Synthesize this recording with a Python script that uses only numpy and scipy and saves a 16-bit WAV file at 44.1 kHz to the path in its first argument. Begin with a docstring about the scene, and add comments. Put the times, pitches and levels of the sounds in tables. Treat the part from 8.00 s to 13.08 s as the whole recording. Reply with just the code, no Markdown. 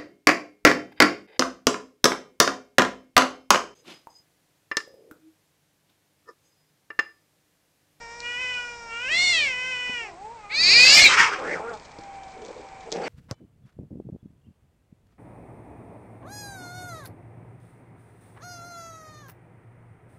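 """On a lawn between house walls two cats face off: one holds a long yowl, the other answers with a low moan.
A rising shriek breaks into a screech as they clash, then come snarls, a thin whine and muffled growls.
Calls are sums of harmonics shaped by the mouth; harsh voices mix irregular fold pulses with puffs of noise.
Paws thud as resonant noise and dry grass snaps as short noise bursts; wall echoes, a scattered tail and
a faint outdoor hush of coloured noise surround them."""
import sys
import numpy as np
from scipy import signal
from scipy.fft import rfft, irfft, next_fast_len
from scipy.io import wavfile
from scipy.ndimage import uniform_filter1d

SR = 44100
rng = np.random.default_rng(int(sys.argv[2]) if len(sys.argv) > 2 else 0)


def materialize(psi):
    """Save the field psi as 16-bit PCM at rate SR to the path in sys.argv[1].

    A 1-D psi becomes a single channel; in a 2-D psi each row is a channel.
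    """
    bounded = np.clip(np.atleast_2d(psi).T, -1, 1)
    quanta = np.round(bounded * 32767).astype(np.int16)
    wavfile.write(sys.argv[1], SR, quanta)


N = 224086
TIME = np.arange(N) / SR

# Pitch of the long yowl. Each row: time in seconds, pitch in Hz.
YOWL_PITCH = [(0.0, 469.7), (0.06, 463.1), (0.37, 488.8), (0.41, 507.3), (0.92, 457.8), (0.99, 472.3),
              (1.08, 528), (1.1, 603), (1.16, 691), (1.23, 726), (1.32, 698.7), (1.49, 524.6),
              (1.54, 498.5), (1.7, 514.6), (1.76, 496), (1.93, 496.4), (2.03, 454), (2.11, 377)]
# Partings of the lips in the yowl. Each row: parting in seconds, start of closing in seconds,
# closing time in seconds.
LIP_PARTINGS = [(0.202, 0.582, 0.21), (0.868, 2.013, 0.11)]
# Lowest mouth resonance, which follows the jaw. Each row: time in seconds, resonance in Hz.
JAW_RESONANCE = [(.2, 1770), (.48, 2050), (.6, 1510), (.97, 1440), (1.22, 2200), (1.44, 2244), (1.65, 1910)]
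# Mouth colours of the yowl, narrow and wide. Each row: frequency in Hz, relative level in dB.
MOUTH_NARROW = [(480, -18.5), (960, -14.5), (1150, -18), (1450, -9), (2000, -9.5), (2450, 0.5),
                (2950, -1.5), (3400, -19), (3900, -22.5), (4400, -24.5), (5000, -19.5), (5500, -14),
                (6100, -25), (7200, -26), (9500, -44.5)]
MOUTH_WIDE = [(700, -14), (1350, -30.5), (1800, -17.5), (2200, -9), (2850, -12), (3550, -5.5), (4300, 0.5),
              (5000, -12), (5700, -9), (6400, -17), (7200, -12.5), (8500, -22), (10000, -51)]
# Air hissing through the parted lips. Each row: frequency in Hz, relative level in dB.
LIP_HISS = [(800, -18.5), (2400, -13), (4000, 9), (5500, 7.5), (7500, 9.5), (10000, -35.5)]
PART_S, LIPS_SHUT_DB = 0.061, -12.5
# Loudness and shrillness follow the pitch, trailing it a little; the levels apply at REST_HZ.
REST_HZ, JAW_LAG_S = 492.2, 0.022
THROAT_DB, THROAT_DB_PER_OCT, THROAT_MAX_DB = -31, 30, -22
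SHRILL_DB, SHRILL_DB_PER_OCT = -48.5, 43.5

# Snapping grass. Each row: time in seconds, relative level in dB.
GRASS_SNAPS = [(0.204, -25.5), (0.5413, -30), (3.798, -40), (3.987, -43.5), (4.45, -34), (4.464, -36.5),
               (4.486, -43), (4.5665, -47), (4.9188, -23), (4.925, -17)]
# Dull paw thuds. Each row: time in seconds, relative level in dB, resonance in Hz.
PAW_THUDS = [(1.111, -40.5, 201), (1.893, -36, 219.3), (3.026, -31, 75), (3.986, -35, 284)]
# Colour of the grass blades. Each row: frequency in Hz, relative level in dB.
GRASS_COLOUR = [(100, -44), (300, -19), (2200, -18), (3500, -2.0), (4700, -3.0), (7000, -7),
                (9000, -27.0), (11000, -69.5)]
# Colour of the outdoor hush. Each row: frequency in Hz, relative level in dB.
HUSH_COLOUR = [(12, -29.5), (20, 0.5), (401, -13.5), (446, -10), (538, -8.5), (895, -7.5), (1200, -13.5),
               (2280, -16), (2980, -22), (8030, -25), (10200, -54), (12000, -84), (15600, -104),
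               (22000, -120)]
HUSH_DB = -51.5

# Snarls and growls. Each row: start, widest mouth and end in seconds, open-mouth pitch in Hz,
# open-mouth resonance in Hz, its strength in dB, open-mouth chest, throat and edge
# (low, middle and high register) levels in dB, roughness from 0 to 1.
SNARLS = [(2.005, 2.06, 2.14, 390, 850, 12, -46.5, -54, -72, 0.4),
          (3.076, 3.139, 3.175, 462, 2100, -12, -38, -16.5, -26, .8),
          (3.164, 3.197, 3.27, 489.2, 1990, -2.5, -42.5, -11, -23, 0.65),
          (3.27, 3.339, 3.375, 412.2, 1490, 4.5, -37.5, -26, -41, 0.68),
          (3.381, 3.535, 3.595, 289.9, 2140, 12.5, -31.5, -29, -47.5, 0.77),
          (3.595, 3.696, 3.75, 240.1, 1390, 16, -34.5, -36.5, -65, 0.38),
          (4.855, 4.88, 4.91, 236.5, 700, -4, -40, -60, -77, 0.65),
          (4.916, 4.96, 5.07, 237.7, 790, -8, -30, -43.5, -60, 0.8),
          (5.009, 5.081, 5.1, 301.8, 1900, -6, -37.5, -34, -46, 0.69)]
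# Colour of the snarls. Each row: frequency in Hz, relative level in dB.
SNARL_COLOUR = [(70, -46), (170, 1), (230, -6.5), (450, 10.5), (700, 0.5), (900, 6), (1300, 8.5),
                (2300, 10), (3000, 1), (4000, -2.5), (5200, 5), (6800, -2.5), (8500, -10.5), (11000, -64)]
SNARL_ATTACK_S, SNARL_RELEASE_S = 0.0065, 0.044
# As the mouth shuts its resonance moves to SHUT_HZ, the pitch sags and the upper registers dim.
SHUT_HZ, SHUT_PITCH_SAG, SHUT_THROAT_DB, SHUT_EDGE_DB = 965, .12, -11, -12.5

# The soft moan. Each row: time in seconds, pitch in Hz, relative level in dB.
MOAN_COURSE = [(2.09, 369, -39), (2.136, 326.5, -49.5), (2.25, 427.6, -35.5), (2.34, 478.6, -40),
               (2.404, 426.4, -44.5), (2.47, 403, -47.5), (2.56, 440, -42)]
# Closed-mouth colour of the moan. Each row: frequency in Hz, relative level in dB.
MOUTH_SHUT = [(400, -13), (750, 0), (1000, 0), (1250, -5), (1450, -20), (1750, -22), (2200, -9),
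              (2600, -13), (3300, -40)]

# The shriek. Each row: time in seconds, rate of the doubled fold period in Hz.
SHRIEK_RATE = [(2.49, 204.6), (2.534, 277.1), (2.598, 320.8), (2.68, 364.2), (2.733, 426.7), (2.739, 458.8),
               (2.8, 491), (2.895, 532.2), (2.965, 608.6), (3.01, 630)]
# Its strength. Each row: time in seconds, relative throat level in dB, relative edge level in dB.
SHRIEK_LEVEL = [(2.49, -45, -62), (2.52, -29.5, -41), (2.552, -26.5, -28), (2.616, -25, -17),
                (2.776, -14, -12.5), (2.83, -11.5, -16), (2.944, -19, -10.5), (3.01, -15, -19)]
# Mouth colour of the shriek. Each row: frequency in Hz, relative level in dB.
MOUTH_SHRIEK = [(550, -24), (1000, -30), (1500, -30), (1950, -14), (2450, 0), (2950, -19), (3400, -25),
                (4000, -6), (4750, 0), (5400, -13), (5900, -28), (6700, -16), (7700, -30), (9500, -44)]
DOUBLING_S, DOUBLING_TAKES_S = 2.615, 0.02  # the folds slip into period doubling

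# Colour of the harsh open-mouthed clash. Each row: frequency in Hz, relative level in dB.
SCREAM_COLOUR = [(180, -51), (300, -13), (427, -23.5), (629, -19), (750, -5.5), (1120, -28), (1250, -12),
                 (1430, -15.5), (2310, -7.5), (2850, -10), (4260, -15), (5330, -16.5), (7240, -16.5),
                 (10300, -42), (14000, -80)]
SCREAM_START_S, SCREAM_PEAK_S, SCREAM_END_S = 2.78, 3.007, 3.135
# Shrill tones in the clash and in the last cry. Each row: start in seconds, length in seconds,
# first pitch in Hz, last pitch in Hz, relative level in dB.
SCREECHES = [(2.964, 0.092, 2079, 2315, -14.5), (3.008, 0.047, 4150, 4400, -15.5),
             (3.04, 0.0365, 2487, 2174, -8.5), (3.048, 0.042, 4030, 3860, -15.5),
             (5.029, 0.036, 4600, 4670, -45)]

# Air around the whines. Each row: frequency in Hz, relative level in dB.
WHINE_AIR_COLOUR = [(400, 2), (900, 9.5), (1300, -2), (1900, -5), (2350, 4), (2900, -25), (5000, -47)]
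# Thin whines. Each row: start in seconds, length in seconds, mid-call pitch in Hz, relative level in dB.
WHINES = [(3.89, .63, 779.5, -43), (4.57, .36, 773, -44.5)]
# Colour of the whine through the nose. Each row: frequency in Hz, relative level in dB.
NOSE = [(780, 8), (1550, -15), (2300, -10.5), (3200, -20)]
WHINE_SAG_HZ_PER_S = 110
# Muffled grunts. Each row: centre in seconds, relative level in dB, length in seconds.
GRUNTS = [(4.405, -42.5, 0.14), (4.46, -48, 0.051), (4.503, -38.5, 0.055), (4.59, -39.5, .075),
          (4.648, -50, 0.044)]

# Decay of the scattered tail. Each row: frequency in Hz, time to fall 60 dB in seconds.
YARD_DECAY = [(200, 0.38), (2000, 0.063), (5000, 0.34), (9000, 0.054)]
# Wall echoes. Each row: delay in seconds, level in dB.
WALL_ECHOES = [(0.015, -16.5), (0.044, -18.5)]
# Broad noise whose strength follows the loudness. Each row: frequency in Hz, relative level in dB.
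NOISE_COLOUR = [(25, 5), (80, 6.5), (180, 6.5), (400, 6), (2500, 2.5), (5000, -23), (8000, 1),
                (10000, -27.5), (14000, -45.5)]
EDGE_HZ = 14400  # upper band limit


def amp(db):
    """Level law: decibels become an amplitude ratio."""
    return 10 ** (np.asarray(db) / 20)


def unit(x):
    """Power normalisation: scales a signal to rms 1."""
    return x / np.sqrt(np.mean(x ** 2) + 1e-20)


def read(points, hz):
    """Spectral interpolation: reads a spectrum on a log-frequency axis."""
    f, value = np.transpose(points)
    return np.interp(np.log(hz + 1), np.log(f + 1), value)


def play(rows):
    """Linear interpolation: sample times of a curve table, and each column at those times."""
    s, *columns = np.transpose(rows)
    t = np.arange(s[0], s[-1], 1 / SR)
    return [t] + [np.interp(t, s, column) for column in columns]


def add(mix, s, sound):
    """Superposition: sums a sound into the mix at time s."""
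    part = mix[max(round(s * SR), 0):][:len(sound)]
    part += sound[:len(part)]


def fade(t):
    """Amplitude envelope: an 11 ms linear start and end of a call."""
    return np.clip(np.minimum(t - t[0], t[-1] - t) / .011, 0, 1)


def gate(t, start, end, attack, release):
    """Amplitude envelope: attack, hold and release, from 0 to 1 and back."""
    return np.clip(np.minimum((t - start) / attack, (end - t) / release), 0, 1)


def colour(x, points):
    """Linear filtering: multiplies the Fourier spectrum by a colour, then scales to rms 1."""
    size = next_fast_len(len(x) + 512)
    gain = amp(read(points, np.fft.rfftfreq(size, 1 / SR)))
    return unit(irfft(rfft(x, size) * gain, size)[:len(x)])


def wobble(t, hz):
    """Band-limited random modulation: low-passed noise of rms 1, up to about hz."""
    f = np.fft.rfftfreq(65536, 1 / SR)
    slow = irfft(rfft(rng.standard_normal(65536)) / (1 + (f / hz) ** 4))
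    return unit(np.resize(slow, len(t)))


def resonate(x, hz, width):
    """Resonance: a gain-1 peak follows hz by shifting it to zero frequency for a one-pole low-pass."""
    turn = np.exp(2j * np.pi * np.cumsum(hz * np.ones(len(x))) / SR)
    r = np.exp(-np.pi * width / SR)
    return 2 * (turn * signal.lfilter([1 - r], [1, -r], x / turn + 1e-18)).real


def registers(x, splits, levels):
    """Band splitting: each register, low to high, is levelled by its running power and set in dB."""
    size = next_fast_len(len(x) + 2048)
    f, rest, out = np.fft.rfftfreq(size, 1 / SR), rfft(x, size), 0
    for hz, db in zip(list(splits) + [SR], levels):
        low = rest / (1 + (f / hz) ** 20)
        rest = rest - low
        part = irfft(low, size)[:len(x)]
        power = uniform_filter1d(uniform_filter1d(part ** 2, size=900), size=900)
        out = out + amp(db) * part / np.sqrt(abs(power) + 1e-12)
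    return out


def folds(t, hz, shape, jitter, flutter, count=26):
    """Harmonic series of vibrating folds: pitch jitters, partials flutter, shape(f) gives their dB."""
    phase = 2 * np.pi * np.cumsum(hz * (1 + jitter * wobble(t, 230))) / SR
    lag = rng.uniform(0, np.pi, count + 1)  # random phase per partial softens each pulse
    voice = 0
    for k in range(1, count + 1):
        level = amp(shape(k * hz)) * (k * hz < 9800)
        voice = voice + level * (1 + flutter * wobble(t, 32)) * np.cos(k * phase + lag[k])
    return voice


def rasp(t, hz, jitter, rough):
    """Irregular vibration: fold pulses with fluctuating partials, and a puff of noise in each cycle."""
    turns = np.cumsum(hz * (1 + jitter * wobble(t, 123.3))) / SR
    pulses = sum((1 + .5 * wobble(t, 71)) * np.cos(2 * np.pi * k * turns) for k in range(1, 17))
    puffs = (0.079 + np.exp(-(turns % 1) / .5)) * rng.standard_normal(len(t))
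    rough = np.clip(rough, 0, 1)
    return ((1 - rough) * unit(pulses) + rough * unit(puffs)) * (1 + 0.13 * wobble(t, 57))


def yowl(jitter=0.0047, breath_db=-21, chest_db=-46, jaw_db=10, jaw_width_hz=220, muffle_db=-18,
         hiss_db=-6, quaver=.0065, dip_db=-7, dip_hz=4000):
    """Source and filter: a breathy voice whose mouth opens wider and quavers as the pitch climbs."""
    t, hz = play(YOWL_PITCH)
    trailing_hz = np.interp(t - JAW_LAG_S, t, hz)
    opening = np.clip((trailing_hz - REST_HZ) / 150, 0, 1)
    jaw_hz = np.interp(t, *np.transpose(JAW_RESONANCE))
    shut = 1 - sum(gate(t, start, end + closing, PART_S, closing) for start, end, closing in LIP_PARTINGS)

    octaves = np.log2(trailing_hz / REST_HZ)
    throat = np.minimum(THROAT_DB + THROAT_DB_PER_OCT * octaves, THROAT_MAX_DB) + LIPS_SHUT_DB * shut
    edge = SHRILL_DB + SHRILL_DB_PER_OCT * octaves

    def shape(f):
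        """Vocal-tract filter in dB: narrow to wide, with the jaw resonance and the muffling of the lips."""
        narrow = read(MOUTH_NARROW, f) + dip_db * np.exp(-((f - dip_hz) / 500) ** 2)
        mouth = (1 - opening) * narrow + opening * read(MOUTH_WIDE, f)
        lips = muffle_db * shut * np.exp(-((f - 3000) / 400) ** 2)
        return mouth + lips + jaw_db / (1 + ((f - jaw_hz) / jaw_width_hz) ** 2)

    quavering_hz = hz * (1 + quaver * opening * wobble(t, 25))
    source = folds(t, quavering_hz, shape, jitter * (1 + opening), flutter=.17)
    voice = registers(source, (1150, 3400), (chest_db, throat, edge))
    breath = amp(throat + breath_db) * opening * colour(rng.standard_normal(len(t)), MOUTH_WIDE)
    hiss = amp(SHRILL_DB + hiss_db) * (1 - shut) * colour(rng.standard_normal(len(t)), LIP_HISS)
    return t[0], (voice + breath + hiss) * fade(t)


def grass_snaps(snap_db=-2):
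    """Impulsive fracture: each snap is a noise burst with a fast and a weak slow decay."""
    snaps, t = np.zeros(N), np.arange(3000) / SR
    for s, db in GRASS_SNAPS:
        decay = np.exp(-t / .0011) + .07 * np.exp(-t / .014)
        add(snaps, s, amp(db + snap_db) * rng.standard_normal(len(t)) * decay)
    return snaps.std() * colour(snaps, GRASS_COLOUR)


def grass_rustle(rustle_db=-60, per_s=90):
    """Poisson-like crackle: random clicks decay as noise; the rustle gains strength after 3.2 s."""
    strengths = amp(4.5 * np.minimum(rng.exponential(1, N), 3))
    clicks = (rng.random(N) < per_s / SR) * strengths
    decay = signal.lfilter([1], [1, -np.exp(-1 / (0.0063 * SR))], clicks)
    crackle = decay * rng.standard_normal(N)
    return amp(rustle_db) * colour(crackle, GRASS_COLOUR) * np.interp(TIME, [3.2, 3.5], [.3, 1])


def paw_thuds():
    """Damped resonance: noise through two equal resonances rises and dies within milliseconds."""
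    thuds, t = np.zeros(N), np.arange(3000) / SR
    for s, db, hz in PAW_THUDS:
        body = unit(resonate(resonate(rng.standard_normal(len(t)), hz, 300), hz, 300))
        add(thuds, s, amp(db) * body * t / 0.0049 * np.exp(1 - t / 0.004))
    return thuds


def outdoor_hush():
    """Stationary noise: a faint steady background with a falling spectrum."""
    return amp(HUSH_DB) * colour(rng.standard_normal(N), HUSH_COLOUR)


def snarl(start, widest, end, pitch_hz, open_hz, mouth_db, chest_db, throat_db, edge_db, rough,
          jitter=0.055, width_hz=600, shut_chest_db=-4):
    """Moving resonance: a rough voice in a mouth that opens and shuts once, dying behind shut lips."""
    t, shut = play([(start, 1), (widest, 0), (end, 1), (end + SNARL_RELEASE_S, 1)])
    drive = rasp(t, pitch_hz * (1 - SHUT_PITCH_SAG * shut), jitter * rough, rough)
    mouth_hz = open_hz * (SHUT_HZ / open_hz) ** shut
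    ringing = resonate(resonate(drive, mouth_hz, width_hz), mouth_hz, width_hz)
    voice = colour(drive + amp(mouth_db) * ringing, SNARL_COLOUR)
    chest = chest_db + shut_chest_db * shut
    throat = throat_db + SHUT_THROAT_DB * shut
    edge = edge_db + SHUT_EDGE_DB * shut
    envelope = gate(t, start, t[-1], SNARL_ATTACK_S, SNARL_RELEASE_S)
    return start, registers(voice, (850, 3400), (chest, throat, edge)) * envelope


def moan(jitter=0.0068, gain_db=-1, shut_db=-18, open_db=6):
    """Changing filter: the low moan's overtones come out as the mouth starts to open."""
    t, hz, db = play(MOAN_COURSE)
    bright_db = np.interp(t, [2.3, 2.45], [shut_db, open_db])

    def shape(f):
        """Vocal-tract filter in dB: the shut mouth, with brightness varied above 1 kHz."""
        return read(MOUTH_SHUT, f) + bright_db * np.clip((f - 1000) / 200, 0, 1)

    return t[0], amp(db + gain_db) * unit(folds(t, hz, shape, jitter, flutter=0.2, count=7)) * fade(t)


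def shriek(jitter=0.0048, chest_db=-26, single_db=-26, doubled_db=2, throat_db=-.5, edge_db=-1):
    """Period doubling: odd partials emerge as the cry roughens and drawn-back lips raise resonances."""
    t, hz = play(SHRIEK_RATE)
    s, *levels = np.transpose(SHRIEK_LEVEL)
    throat, edge = (np.interp(t, s, db) for db in levels)
    strain = np.interp(t, [2.81, 2.86, 3.0], [1, 2.1, 2.8])
    spread = np.interp(t, [2.5, 2.7, 2.9, 2.97], [.93, 1, 1, 1.08])
    odd_db = np.interp(t - DOUBLING_S, [0, DOUBLING_TAKES_S], [single_db, doubled_db])

    def shape(f):
        """Vocal-tract filter in dB: shifted mouth resonances, with the odd partials set apart."""
        return read(MOUTH_SHRIEK, f / spread) + odd_db * (np.round(f / hz) % 2)

    voice = folds(t, hz, shape, jitter * strain, flutter=.3, count=32)
    levels = throat + chest_db, throat + throat_db, edge + edge_db
    return t[0], registers(voice, (1150, 3400), levels) * fade(t)


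def scream(throat_db=-18.0, edge_db=-15, rise_db_per_s=50, throat_fall_db_per_s=55, edge_fall_db_per_s=140):
    """Chaotic folds as the cats collide: a swell, then a fall in which the edge dies first."""
    t = np.arange(SCREAM_START_S, SCREAM_END_S, 1 / SR)
    swell = rise_db_per_s * np.minimum(t - SCREAM_PEAK_S, 0)
    past = np.maximum(t - SCREAM_PEAK_S, 0)
    throat = throat_db + swell - throat_fall_db_per_s * past
    edge = edge_db + swell - edge_fall_db_per_s * past
    pitch_hz = np.interp(t, [2.82, 2.98, 3.13], [520, 600, 500])
    drive = rasp(t, pitch_hz, jitter=.022, rough=.45)
    return t[0], registers(colour(drive, SCREAM_COLOUR), (3400,), (throat, edge)) * fade(t)


def screech(start, length, first_hz, last_hz, db, jitter=0.029):
    """Frequency modulation: one short, shrill, unsteady tone."""
    t, hz = play([(start, first_hz), (start + length, last_hz)])
    phase = 2 * np.pi * np.cumsum(hz * (1 + jitter * wobble(t, 260))) / SR
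    return start, amp(db) * unit(np.sin(phase) * (1 + 0.15 * wobble(t, 200))) * fade(t)


def whine_air(start=3.5, end=4.9, air_db=-50):
    """Turbulence noise: an airy hiss around the whines."""
    t = np.arange(start, end, 1 / SR)
    return start, amp(air_db) * colour(rng.standard_normal(len(t)), WHINE_AIR_COLOUR) * fade(t)


def whine(start, length, pitch_hz, db, jitter=0.0083):
    """Few harmonics through a shut mouth: a thin voice swells and fades while the pitch sags."""
    t = np.arange(0, length, 1 / SR)
    hz = pitch_hz - WHINE_SAG_HZ_PER_S * (t - length / 2)
    voice = unit(folds(t, hz, lambda f: read(NOSE, f), jitter, flutter=0.2, count=4))
    return start, amp(db) * voice * np.sin(np.pi * t / length)


def grunt(s, db, length):
    """Low resonances in series: a short growl muffled in fur."""
    t = np.arange(0, length, 1 / SR)
    drive = rasp(t, 230 + 0 * t, jitter=0.124, rough=0.46)
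    voice = resonate(resonate(drive, 390, 160), 425, 240)
    return s - length / 2, amp(db) * unit(voice) * np.sin(np.pi * t / length)


def yard(x, tail_db=-19):
    """Reflection and scattering: convolution adds two wall echoes and a thin decaying tail."""
    taps = rng.standard_normal(SR // 2) * (rng.random(SR // 2) < 2000 / SR)
    taps[:500] = 0  # no scattering arrives at once
    hz, t, z = signal.stft(taps, SR, nperseg=256)
    decay = amp(-60 * t / read(YARD_DECAY, hz)[:, None])
    tail = signal.istft(z * decay, SR, nperseg=256)[1]
    tail *= amp(tail_db) / np.linalg.norm(tail)
    for delay, db in WALL_ECHOES:
        add(tail, delay, amp([db]))
    return x + signal.fftconvolve(x, tail)[:N]


def scene():
    """Superposition: the cats and the scuffle sound in the yard, over the outdoor hush."""
    cats = np.zeros(N)
    for call in yowl(), moan(), shriek(), scream(), whine_air():
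        add(cats, *call)
    for voice, rows in (snarl, SNARLS), (screech, SCREECHES), (whine, WHINES), (grunt, GRUNTS):
        for row in rows:
            add(cats, *voice(*row))
    scuffle = grass_snaps() + paw_thuds() + grass_rustle()
    return (yard(cats + scuffle) + outdoor_hush())[None]


def record(dry, noise_db=-22):
    """Level-following noise, saturation and low-pass: broad noise follows loudness; peaks are rounded."""
    loudness = np.sqrt(abs(uniform_filter1d(dry[0] ** 2, size=1200)))
    x = dry + amp(noise_db) * loudness * colour(rng.standard_normal(N), NOISE_COLOUR)
    x = x / (1 + (x / .8) ** 8) ** (1 / 8)  # peaks stay below 0.8
    band_limit = signal.firwin(511, EDGE_HZ, window=("kaiser", 9), fs=SR)
    return signal.oaconvolve(x, band_limit[None], "same")


dry = scene()
out = record(dry)
materialize(out)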